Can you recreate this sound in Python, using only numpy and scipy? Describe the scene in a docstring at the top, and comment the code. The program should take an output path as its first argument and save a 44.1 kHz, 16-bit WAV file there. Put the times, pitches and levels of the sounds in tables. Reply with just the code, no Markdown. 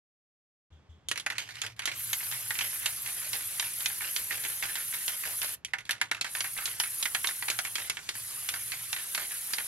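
"""After a moment of silence, low room noise opens and three soft low thumps land; a throbbing hum follows.
A can of spray paint is shaken and sprayed in bursts in a workshop hung with plastic sheet.
The mixing ball knocks, bounces and rolls in the thin steel can, a little to the right: filtered noise plus wall modes.
The nozzle's narrow hiss sits near the centre and a broader mist leans right: filtered noise, gated and wavering.
Thumps are decaying sines with a noise rustle; the hum is two wandering tones beating together."""
import sys
import numpy as np
from scipy import signal
from scipy.fft import rfft, irfft, next_fast_len
from scipy.io import wavfile
from scipy.ndimage import uniform_filter1d, map_coordinates

SR = 44100
rng = np.random.default_rng(int(sys.argv[2]) if len(sys.argv) > 2 else 0)


def unload_wav(signal):
    """Save mono or channel-first audio to the path in sys.argv[1] as 16-bit WAV at rate SR, clipped to [-1, 1]."""
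    wavfile.write(
        sys.argv[1],
        SR,
        np.round(np.clip(np.atleast_2d(signal).T, -1, 1) * 32767).astype(np.int16),
    )


N = 426447

# All table levels are relative: the functions trim and mix them.
# spectrum of the room noise: (frequency [Hz], gain [dB])
FLOOR_COLOUR = [(20, -26), (40, -21), (65, -5), (100, -6.5), (150, -6.5), (220, -14), (500, -19.5),
                (1500, -24), (3000, -31.5), (7000, -43.5), (10000, -56), (15000, -69)]
# the room's hum over time: (time [s], level [dB])
HUM_LEVEL = [(1.08, -60.5), (2.66, -58), (4.0, -64), (8.2, -62.5), (8.8, -60), (9.15, -79)]
# soft low thumps: (time [s], level [dB])
THUMP_HITS = [(0.717, -44), (0.89, -42.5), (1.053, -52.5)]
# ringing modes of the can's wall: (frequency [Hz], mean strength [dB], decay t60 [s])
WALL_MODES = [(850, -20, 0.04), (1196, -7, 0.1), (1357, -3, 0.077), (1461, -2.5, 0.1), (1620, 11.5, 0.022),
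              (1798, 4, .07), (2064, 16, 0.016), (2228, 7.5, 0.027), (2695, 7, 0.034)]
# spectrum of the hollow knock, before it is pitched: (frequency [Hz], gain [dB])
KNOCK_COLOUR = [(100, -31.5), (270, -14.5), (480, -20), (800, -4), (1200, -6), (1750, 7), (2400, 0),
                (3300, -12), (5000, -19), (15000, -44)]
# spectrum of the bright steel clack: (frequency [Hz], gain [dB])
CLACK_COLOUR = [(200, -16.5), (1000, -7.5), (2000, -4.5), (3200, 6), (4300, 3), (5500, -2), (7000, -1),
                (8700, -8), (11000, -1), (12500, -13), (15500, -39)]
# spectrum of the rolling ball, before it is pitched: (frequency [Hz], gain [dB])
ROLL_COLOUR = [(200, -20), (600, -12.5), (1200, -10), (1750, -1), (2400, -4), (3300, -7.5), (4500, -11),
               (8000, -19), (11000, -21), (15000, -59)]
# the ball's knocks, ticks and glancing touches in the shaken can; each is followed by rebounds and a roll:
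# (time [s], hollow knock level [dB], bright clack level [dB], knock pitch [Hz],
#  delay to the first rebound [s], first rebound level [dB])
BALL_TOUCHES = [(1.086, -62, -35.5, 3300, 0.021, -53), (1.114, -31, -32, 1990, 0.044, -38.5),
                (1.176, -36.5, -39, 2870, .022, -60), (1.198, -52, -40.5, 2710, 0.033, -65),
                (1.263, -27.5, -38.5, 1820, .038, -32), (1.382, -33.5, -36, 3000, 0.012, -40),
                (1.476, -54, -59, 2620, 0.013, -44.5), (1.555, -49, -49, 3220, 0.013, -46),
                (1.617, -34.5, -36.5, 3240, 0.019, -39.5), (1.664, -42, -42, 2220, .014, -63),
                (1.765, -64, -63, 3000, 0.0087, -61), (1.793, -33.5, -41.5, 2100, .027, -40.5),
                (1.856, -38, -32, 2970, 0.019, -32), (2.131, -33.5, -31.5, 2470, 0.079, -44),
                (2.205, -42, -64, 2580, 0.023, -43), (2.314, -44.5, -42, 3600, 0.0084, -40.5),
                (2.506, -27, -38.5, 2190, 0.047, -38), (2.589, -30, -36, 2800, 0.019, -32),
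                (2.715, -53, -52.5, 2060, 0.014, -46), (2.82, -47, -56, 2000, 0.0095, -45),
                (2.859, -31, -30, 2540, 0.022, -43), (3.061, -39.5, -45, 2970, .012, -43.5),
                (3.216, -49, -64, 2860, 0.011, -46), (3.332, -37, -35, 2570, .012, -39.5),
                (3.597, -32.5, -32, 2780, 0.028, -36), (3.805, -45, -43, 1880, .01, -47),
                (3.859, -32, -30, 3060, 0.041, -39), (4.007, -35, -53, 2080, .012, -38),
                (4.163, -35, -32.5, 3220, 0.021, -42.5), (4.308, -30.5, -50, 2070, .011, -38),
                (4.438, -41, -41.5, 1980, 0.011, -38.5), (4.625, -30.5, -43, 2120, .01, -36),
                (4.755, -37.5, -38, 1810, .014, -41.5), (4.925, -43, -53, 2100, 0.011, -40),
                (5.08, -37, -33.5, 1860, .014, -40.5), (5.236, -36.5, -59, 2040, .017, -37),
                (5.417, -38.5, -36, 3130, 0.013, -37.5), (5.648, -51, -38.5, 3320, 0.035, -56),
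                (5.735, -26.5, -43, 1750, .05, -41), (5.853, -56, -54, 3370, 0.0097, -56.5),
                (5.893, -28.5, -39, 1730, 0.037, -41), (5.909, -32, -30.5, 3540, 0.024, -62),
                (6.014, -23.5, -34.5, 2240, 0.025, -47), (6.114, -26, -35, 1780, 0.033, -39),
                (6.212, -34.5, -32, 3550, 0.033, -33.5), (6.351, -32.5, -42, 1770, 0.017, -41.5),
                (6.406, -36, -32, 2050, 0.037, -35), (6.566, -42, -70, 1560, .01, -38.5),
                (6.656, -38, -33.5, 3270, .02, -39), (6.8, -30.5, -29.5, 1940, 0.036, -34.5),
                (7.027, -39, -31.5, 3250, 0.036, -57), (7.055, -27.5, -37.5, 2200, 0.047, -57),
                (7.148, -27, -31.5, 1920, 0.019, -50), (7.244, -28.5, -37, 2130, 0.045, -34),
                (7.272, -44, -32, 3560, 0.023, -58), (7.424, -33.5, -43.5, 1850, 0.025, -56),
                (7.483, -28, -36.5, 2190, 0.031, -39.5), (7.501, -40, -31, 2810, 0.037, -62),
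                (7.589, -29.5, -33.5, 1580, 0.061, -33.5), (7.755, -33.5, -34.5, 3080, .027, -35),
                (7.898, -31.5, -32, 2270, 0.072, -36.5), (8.09, -37, -34, 2000, .063, -43),
                (8.489, -33, -34, 3340, .05, -34), (8.719, -35.5, -40.5, 2900, 0.012, -41),
                (8.929, -33, -34.5, 2100, 0.035, -35.5), (9.148, -33, -33.5, 2400, 0.029, -32),
                (9.309, -45, -53, 1790, 0.0095, -47), (9.535, -32.5, -33.5, 2130, 0.048, -32.5)]
# spectrum of the nozzle's jet, before it is pitched: (frequency [Hz], gain [dB])
JET_COLOUR = [(150, -58), (3500, -39), (6000, -19), (8000, -15.5), (8800, -13), (9300, -5), (10300, -1.5),
              (11300, 0), (12200, -2.5), (13300, -11), (15600, -21)]
# the hiss shifts as the can is turned: (time [s], pitch [Hz])
HISS_GLIDE = [(2.2, 12000), (2.8, 11420), (5.5, 11650), (6.3, 11200), (7.4, 11240), (9.65, 11360)]
# spectrum of the mist where it lands: (frequency [Hz], gain [dB])
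MIST_COLOUR = [(200, -10), (700, -7.5), (1800, 2.5), (3000, 1.5), (5000, -1), (7000, -0.5), (8600, 1.5),
               (10000, -14), (15000, -18)]
# the nozzle is pressed:
# (start [s], end [s], rise [s], jet level [dB], jet drift [dB/s], mist level [dB])
NOZZLE_BURSTS = [(1.897, 5.544, 0.095, -38.5, 0.4, -49.5), (6.25, 6.765, 0.079, -38, -6, -54.5),
                 (6.763, 7.876, 0.036, -36, -5, -52), (7.866, 8.145, .02, -54.5, -15, -55),
                 (8.14, 9.7, 0.019, -40.5, 2, -50.5)]
# decay of the sheeted workshop: (frequency [Hz], decay t60 [s])
SHOP_DECAY = [(200, 0.24), (800, 0.21), (2000, 0.11), (6000, 0.12), (14000, 0.12)]
# stereo width: (frequency [Hz], side level re mid [dB], share of the side that follows the mid [0-1])
STEREO_WIDTH = [(60, -23, .05), (130, -11, .05), (271, -4, 0.12), (600, -7, 0.41), (1190, -5.5, 0.5),
                (2290, -2, 0.8), (4470, 0.5, 0.61), (8750, 3.5, 0.43), (15000, -5, .1)]

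START_S, TOP_HZ = 0.703, 15800  # the sound opens; centre of the top cutoff
KNOCK_HZ, HISS_HZ = 1783, 11610  # the pitches at which the colours are given
CONTACT = 5.5  # first-touch impulse, against noise of rms 1
BOUNCE_SHRINK, BOUNCE_LOSS_DB = .65, 8.5  # second gap over the first; second rebound's loss
SETTLE_S = .032  # the paint brakes a longer gap to this, times the shrink, after one rebound
BOUNCE_HZ, BOUNCE_CLACK_DB = 2000, -8.5  # rebounds: median pitch, and clack re knock before trims
ROLL_DB, ROLL_LOSS_DB_PER_S = 2.5, 367  # roll re first rebound; long gaps leave less for the roll
ROLL_S = 0.065  # time over which a roll loses its full fade_db
ROLL_HZ, ROLL_FOLLOW = 1770, 0.68  # a roll's base pitch; how far it follows the knock's pitch
JET_SIDE_DB = -12  # side noise added to the jet
# the hiss swells as the can swings through a bright clack
SWELL_DB, SWELL_S, SWELL_LEAD_S, SWELL_MIST = 3, 0.065, 0.004, 0.34  # height, half width, lead, mist's share
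DULL_DB, BRIGHT_DB = -2, 3.5  # clack re knock that gives no swell, and a full one


def amp(db):
    """Decibels to gain."""
    return 10 ** (np.asarray(db) / 20)


def unit(x):
    """Scaled to rms 1."""
    return x / np.sqrt(np.mean(x ** 2) + 1e-20)


def along(points, hz, axis=1):
    """One column of a table, read on log frequency."""
    table = np.transpose(points)
    return np.interp(np.log(hz + 1), np.log(table[0] + 1), table[axis])


def wobble(rate):
    """A smooth random curve with rate knots a second."""
    knots = rng.standard_normal(int(N * rate / SR) + 4)
    return map_coordinates(knots, [np.arange(N) * rate / SR])


def coloured(x, points):
    """x through a causal, minimum-phase filter with the given spectrum."""
    n = x.shape[-1]
    m = 2 * next_fast_len(n // 2 + 1024)
    gain_db = along(points, np.fft.rfftfreq(m, 1 / SR))
    cepstrum = irfft(np.log(amp(gain_db)))
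    # folding the cepstrum forward makes the filter causal
    cepstrum[1:m // 2] *= 2
    cepstrum[m // 2 + 1:] = 0
    response = np.exp(rfft(cepstrum))
    return irfft(rfft(x, m) * response)[..., :n]


def pitched(points, ratio):
    """A colour slid along the frequency axis."""
    return np.array(points) * [ratio, 1]


def noise(n):
    """Two unrelated noises: one for the middle, one for the sides."""
    return rng.standard_normal((2, n))


def mottled(x, depth_db, band_size=7, time_size=18):
    """Drifting patches of gain in time and frequency, as echoes shift round a moving source."""
    z = signal.stft(x, nperseg=512)[2]
    across_bands = uniform_filter1d(rng.standard_normal(z.shape), band_size, 1)
    field = uniform_filter1d(across_bands, time_size, 2)
    return signal.istft(z * amp(depth_db * unit(field)), nperseg=512)[1][:, :x.shape[1]]


def add(track, s, sound):
    """Mix a sound in at time s."""
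    part = track[:, round(s * SR):][:, :sound.shape[1]]
    part += sound[:, :part.shape[1]]


def room_tone(floor_db=-65, hum_hz=117, second_hz=108.4, hum_db=-2, throb=1.0, lumpy_db=3):
    """Low room noise and two close hum tones that beat unevenly against each other."""
    t = np.arange(N) / SR
    first = np.sin(2 * np.pi * np.cumsum(hum_hz + 7 * wobble(25)) / SR)
    second = np.sin(2 * np.pi * np.cumsum(second_hz + 9 * wobble(19)) / SR)
    hum = unit((first + throb * second) * amp(lumpy_db * wobble(18)))
    hum *= amp(hum_db + np.interp(t, *np.transpose(HUM_LEVEL)))
    hum *= np.clip((t - HUM_LEVEL[0][0]) / 0.025, 0, 1)
    floor = amp(floor_db) * unit(coloured(noise(N), FLOOR_COLOUR))
    return floor + hum * [[1], [0]]  # the hum feeds only the mid


def thumps(boom_hz=80, t60=0.29, rustle_db=-25):
    """Dull bumps, each a decaying low sine with a faint noise rustle."""
    out, t = np.zeros((2, N)), np.arange(SR // 3) / SR
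    rustle_colour = [(300, -18), (2500, -9), (3350, 15), (4200, -10), (7000, -4), (10000, -22)]
    for s, db in THUMP_HITS:
        boom = np.sin(2 * np.pi * boom_hz * t) * amp(-60 * t / t60)
        rustle = unit(coloured(noise(len(t)), rustle_colour)) * amp(-60 * t / 0.46)
        attack = 1 - np.exp(-t / 0.0064)
        add(out, s, amp(db) * attack * (boom + amp(rustle_db) * rustle))
    return out


def wall_ring(t):
    """The wall's modes, at new strengths wherever the ball lands."""
    hz, db, t60 = np.transpose(WALL_MODES)[:, :, None]
    shape = (2, len(WALL_MODES), 1)
    strength = amp(db + 0.57 * rng.standard_normal(shape) - 60 * t / t60)
    phase = 2 * np.pi * rng.random(shape)
    modes = strength * np.sin(2 * np.pi * hz * t + phase)
    return unit(modes.sum(1) * (1 - np.exp(-t / 0.00078)))


def blow(knock_db, clack_db, hz, knock_t60=0.054, clack_t60=0.044, ring_db=-6,
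         knock_gain_db=-12, clack_gain_db=-9, clack_patchy_db=3):
    """A sharp contact, a bright clack of steel and a hollow knock, all damped by the paint."""
    t = np.arange(SR // 8) / SR
    shudder = noise(len(t)) * amp(-60 * t / knock_t60) * (1 - np.exp(-t / 0.00037))
    knock = unit(coloured(shudder, pitched(KNOCK_COLOUR, np.sqrt(hz / KNOCK_HZ))))
    knock = unit(knock + amp(ring_db) * wall_ring(t))
    # every spot on the wall rings with its own set of high modes
    contact = mottled(noise(len(t)), clack_patchy_db) * amp(-60 * t / clack_t60)
    contact[:, 0] += CONTACT  # the first touch stands out over the ringing
    clack = unit(coloured(contact, CLACK_COLOUR))
    return amp(knock_db + knock_gain_db) * knock + amp(clack_db + clack_gain_db) * clack


def roll(db, hz, taps_per_s=450, tap_t60=0.063, fade_db=9, patchy_db=3, ring_db=-4):
    """The ball skitters round the wall: a fading run of tiny taps that keep the wall ringing."""
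    t = np.arange(SR // 4) / SR
    tap_t = t[:SR // 20]
    taps = (rng.random(len(t)) < taps_per_s / SR) * rng.standard_normal(len(t))
    # the decaying energy of all the taps shapes the scrape
    energy = signal.fftconvolve(taps ** 2, amp(-60 * tap_t / tap_t60) ** 2)[:len(t)]
    flutter = np.sqrt(abs(energy))
    colour = pitched(ROLL_COLOUR, np.sqrt(hz / KNOCK_HZ))
    scrape = coloured(flutter * mottled(noise(len(t)), patchy_db), colour)
    ring = signal.fftconvolve(taps[None], wall_ring(tap_t), axes=1)[:, :len(t)]
    shape = (1 - np.exp(-t / 0.00066)) * amp(-fade_db * (t / ROLL_S) ** 1.58)
    # low-pitched runs are the ones that set the wall's main modes going
    run = unit(shape * scrape) + amp(ring_db) * (KNOCK_HZ / hz) ** 2 * unit(shape * ring)
    return amp(db) * np.sqrt(np.mean(shape ** 2)) * unit(run)


def ball(count=2):
    """Each row is one blow, then two rebounds, the second softer, with a roll from the first rebound."""
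    out = np.zeros((2, N))
    for s, knock_db, clack_db, hz, gap, rebound_db in BALL_TOUCHES:
        add(out, s, blow(knock_db, clack_db, hz))
        later = min(gap, SETTLE_S) * BOUNCE_SHRINK ** np.arange(1, count)
        for k, delay in enumerate(np.cumsum([gap, *later])):
            db = rebound_db - BOUNCE_LOSS_DB * k
            bounce_hz = BOUNCE_HZ * np.exp(0.27 * rng.standard_normal())
            add(out, s + delay, blow(db, db + BOUNCE_CLACK_DB, bounce_hz))
        roll_db = rebound_db + ROLL_DB - ROLL_LOSS_DB_PER_S * gap
        roll_hz = ROLL_HZ * (hz / KNOCK_HZ) ** ROLL_FOLLOW
        add(out, s + gap, roll(roll_db, roll_hz))
    return out


def swing(t):
    """0 to 1: rises round each bright clack, where the shake turns."""
    near = np.zeros(N)
    for s, knock_db, clack_db, *_ in BALL_TOUCHES:
        bright = np.clip((clack_db - knock_db - DULL_DB) / (BRIGHT_DB - DULL_DB), 0, 1)
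        span = slice(*np.searchsorted(t, [s - .3, s + .3]))
        bump = np.exp(-((t[span] - s + SWELL_LEAD_S) / SWELL_S) ** 2)
        near[span] = np.maximum(near[span], bright * bump)
    return near


def jet_noise():
    """The nozzle's noise, its peak sliding as the can is turned."""
    hz, t, z = signal.stft(noise(N), SR, nperseg=512)
    ratio = np.interp(t, *np.transpose(HISS_GLIDE)) / HISS_HZ
    gain = amp(along(JET_COLOUR, hz[:, None] / ratio))
    return signal.istft(z * gain, nperseg=512)[1][:, :N]


def spray(jet_db=0, mist_db=2.5, sputter_db=1.54, jet_patchy_db=2.5, mist_patchy_db=2.6,
          valve_s=0.0085, waver_db=-0.34):
    """The nozzle's jet hisses near 11 kHz; the mist rushes more broadly where it lands. Returns both."""
    t = np.arange(N) / SR
    jet = mottled(jet_noise(), jet_patchy_db, band_size=4, time_size=6)
    jet = unit(jet * amp(sputter_db * wobble(160)))
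    mist = mottled(coloured(noise(N), MIST_COLOUR), mist_patchy_db, band_size=4, time_size=6)
    mist = unit(mist * amp(0.88 * wobble(120)))
    jet_gain, mist_gain = np.zeros((2, N))
    for start, end, rise, nozzle_db, drift, landing_db in NOZZLE_BURSTS:
        closing = np.exp(-(np.maximum(t - end, 0) / valve_s) ** 2)
        valve = np.clip((t - start) / rise, 0, 1) * closing
        drift_db = drift * (np.clip(t, start, end) - start)
        jet_gain += valve ** 2 * amp(nozzle_db + drift_db)  # the jet needs a fully open valve
        mist_gain += np.sqrt(valve) * amp(landing_db)
    aim_db = SWELL_DB * swing(t) + waver_db * wobble(11)
    jet = jet * jet_gain * amp(jet_db + aim_db)
    mist = mist * mist_gain * amp(mist_db + SWELL_MIST * aim_db)
    return jet, mist


def centred(x, echo_s=.00133):
    """The jet sits near the centre; a close reflection combs its width."""
    mid, diffuse = x
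    echo = np.pad(diffuse, (round(echo_s * SR), 0))[:N]
    side = amp(JET_SIDE_DB) * (diffuse + echo)
    return np.array([mid + side, mid - side])


def reflections(x):
    """The short answer of the sheeted walls: decaying noise, 5 ms behind the source."""
    hz, t, z = signal.stft(noise(SR // 3), SR, nperseg=256)
    decay = amp(-60 * t / along(SHOP_DECAY, hz)[:, None])
    tail = signal.istft(z * decay, SR, nperseg=256)[1]
    tail = np.pad(tail / np.linalg.norm(tail[0]), ((0, 0), (round(.005 * SR), 0)))
    return signal.fftconvolve(x, tail, axes=1)[:, :N]


def stereo(x, lean):
    """Direct sound leads in phase and is louder on the right; lean is the side's phase lag [rad]."""
    m = next_fast_len(N + 4096)
    hz = np.fft.rfftfreq(m, 1 / SR)
    mid, diffuse = rfft(x, m)
    direct = np.clip(along(STEREO_WIDTH, hz, axis=2), 0, 1)
    blend = direct * np.exp(-1j * lean) * mid + np.sqrt(1 - direct ** 2) * diffuse
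    side = amp(along(STEREO_WIDTH, hz)) * blend
    return irfft(np.array([mid + side, mid - side]), m)[:, :N]


def scene(wet_db=-10.5, spray_wet_db=-21):
    """Thumps, rattle, spray and room together."""
    rattle = ball()
    jet, mist = spray()
    room = reflections(amp(wet_db) * rattle + amp(spray_wet_db) * (jet + mist))
    close = stereo(rattle + thumps(), lean=2.24)
    around = stereo(mist + room + room_tone(), lean=1.9)
    return centred(jet) + close + around


def record(dry):
    """Silence until the sound is switched in; a steep cutoff removes the top treble."""
    opened = dry * np.clip((np.arange(N) / SR - START_S) / 0.0035, 0, 1)
    m = next_fast_len(N + 4096)
    cutoff = np.clip((TOP_HZ - np.fft.rfftfreq(m, 1 / SR)) / 150 + .5, 0, 1)  # 150 Hz wide
    return irfft(rfft(opened, m) * cutoff, m)[:, :N]


dry = scene()
out = record(dry)
unload_wav(out)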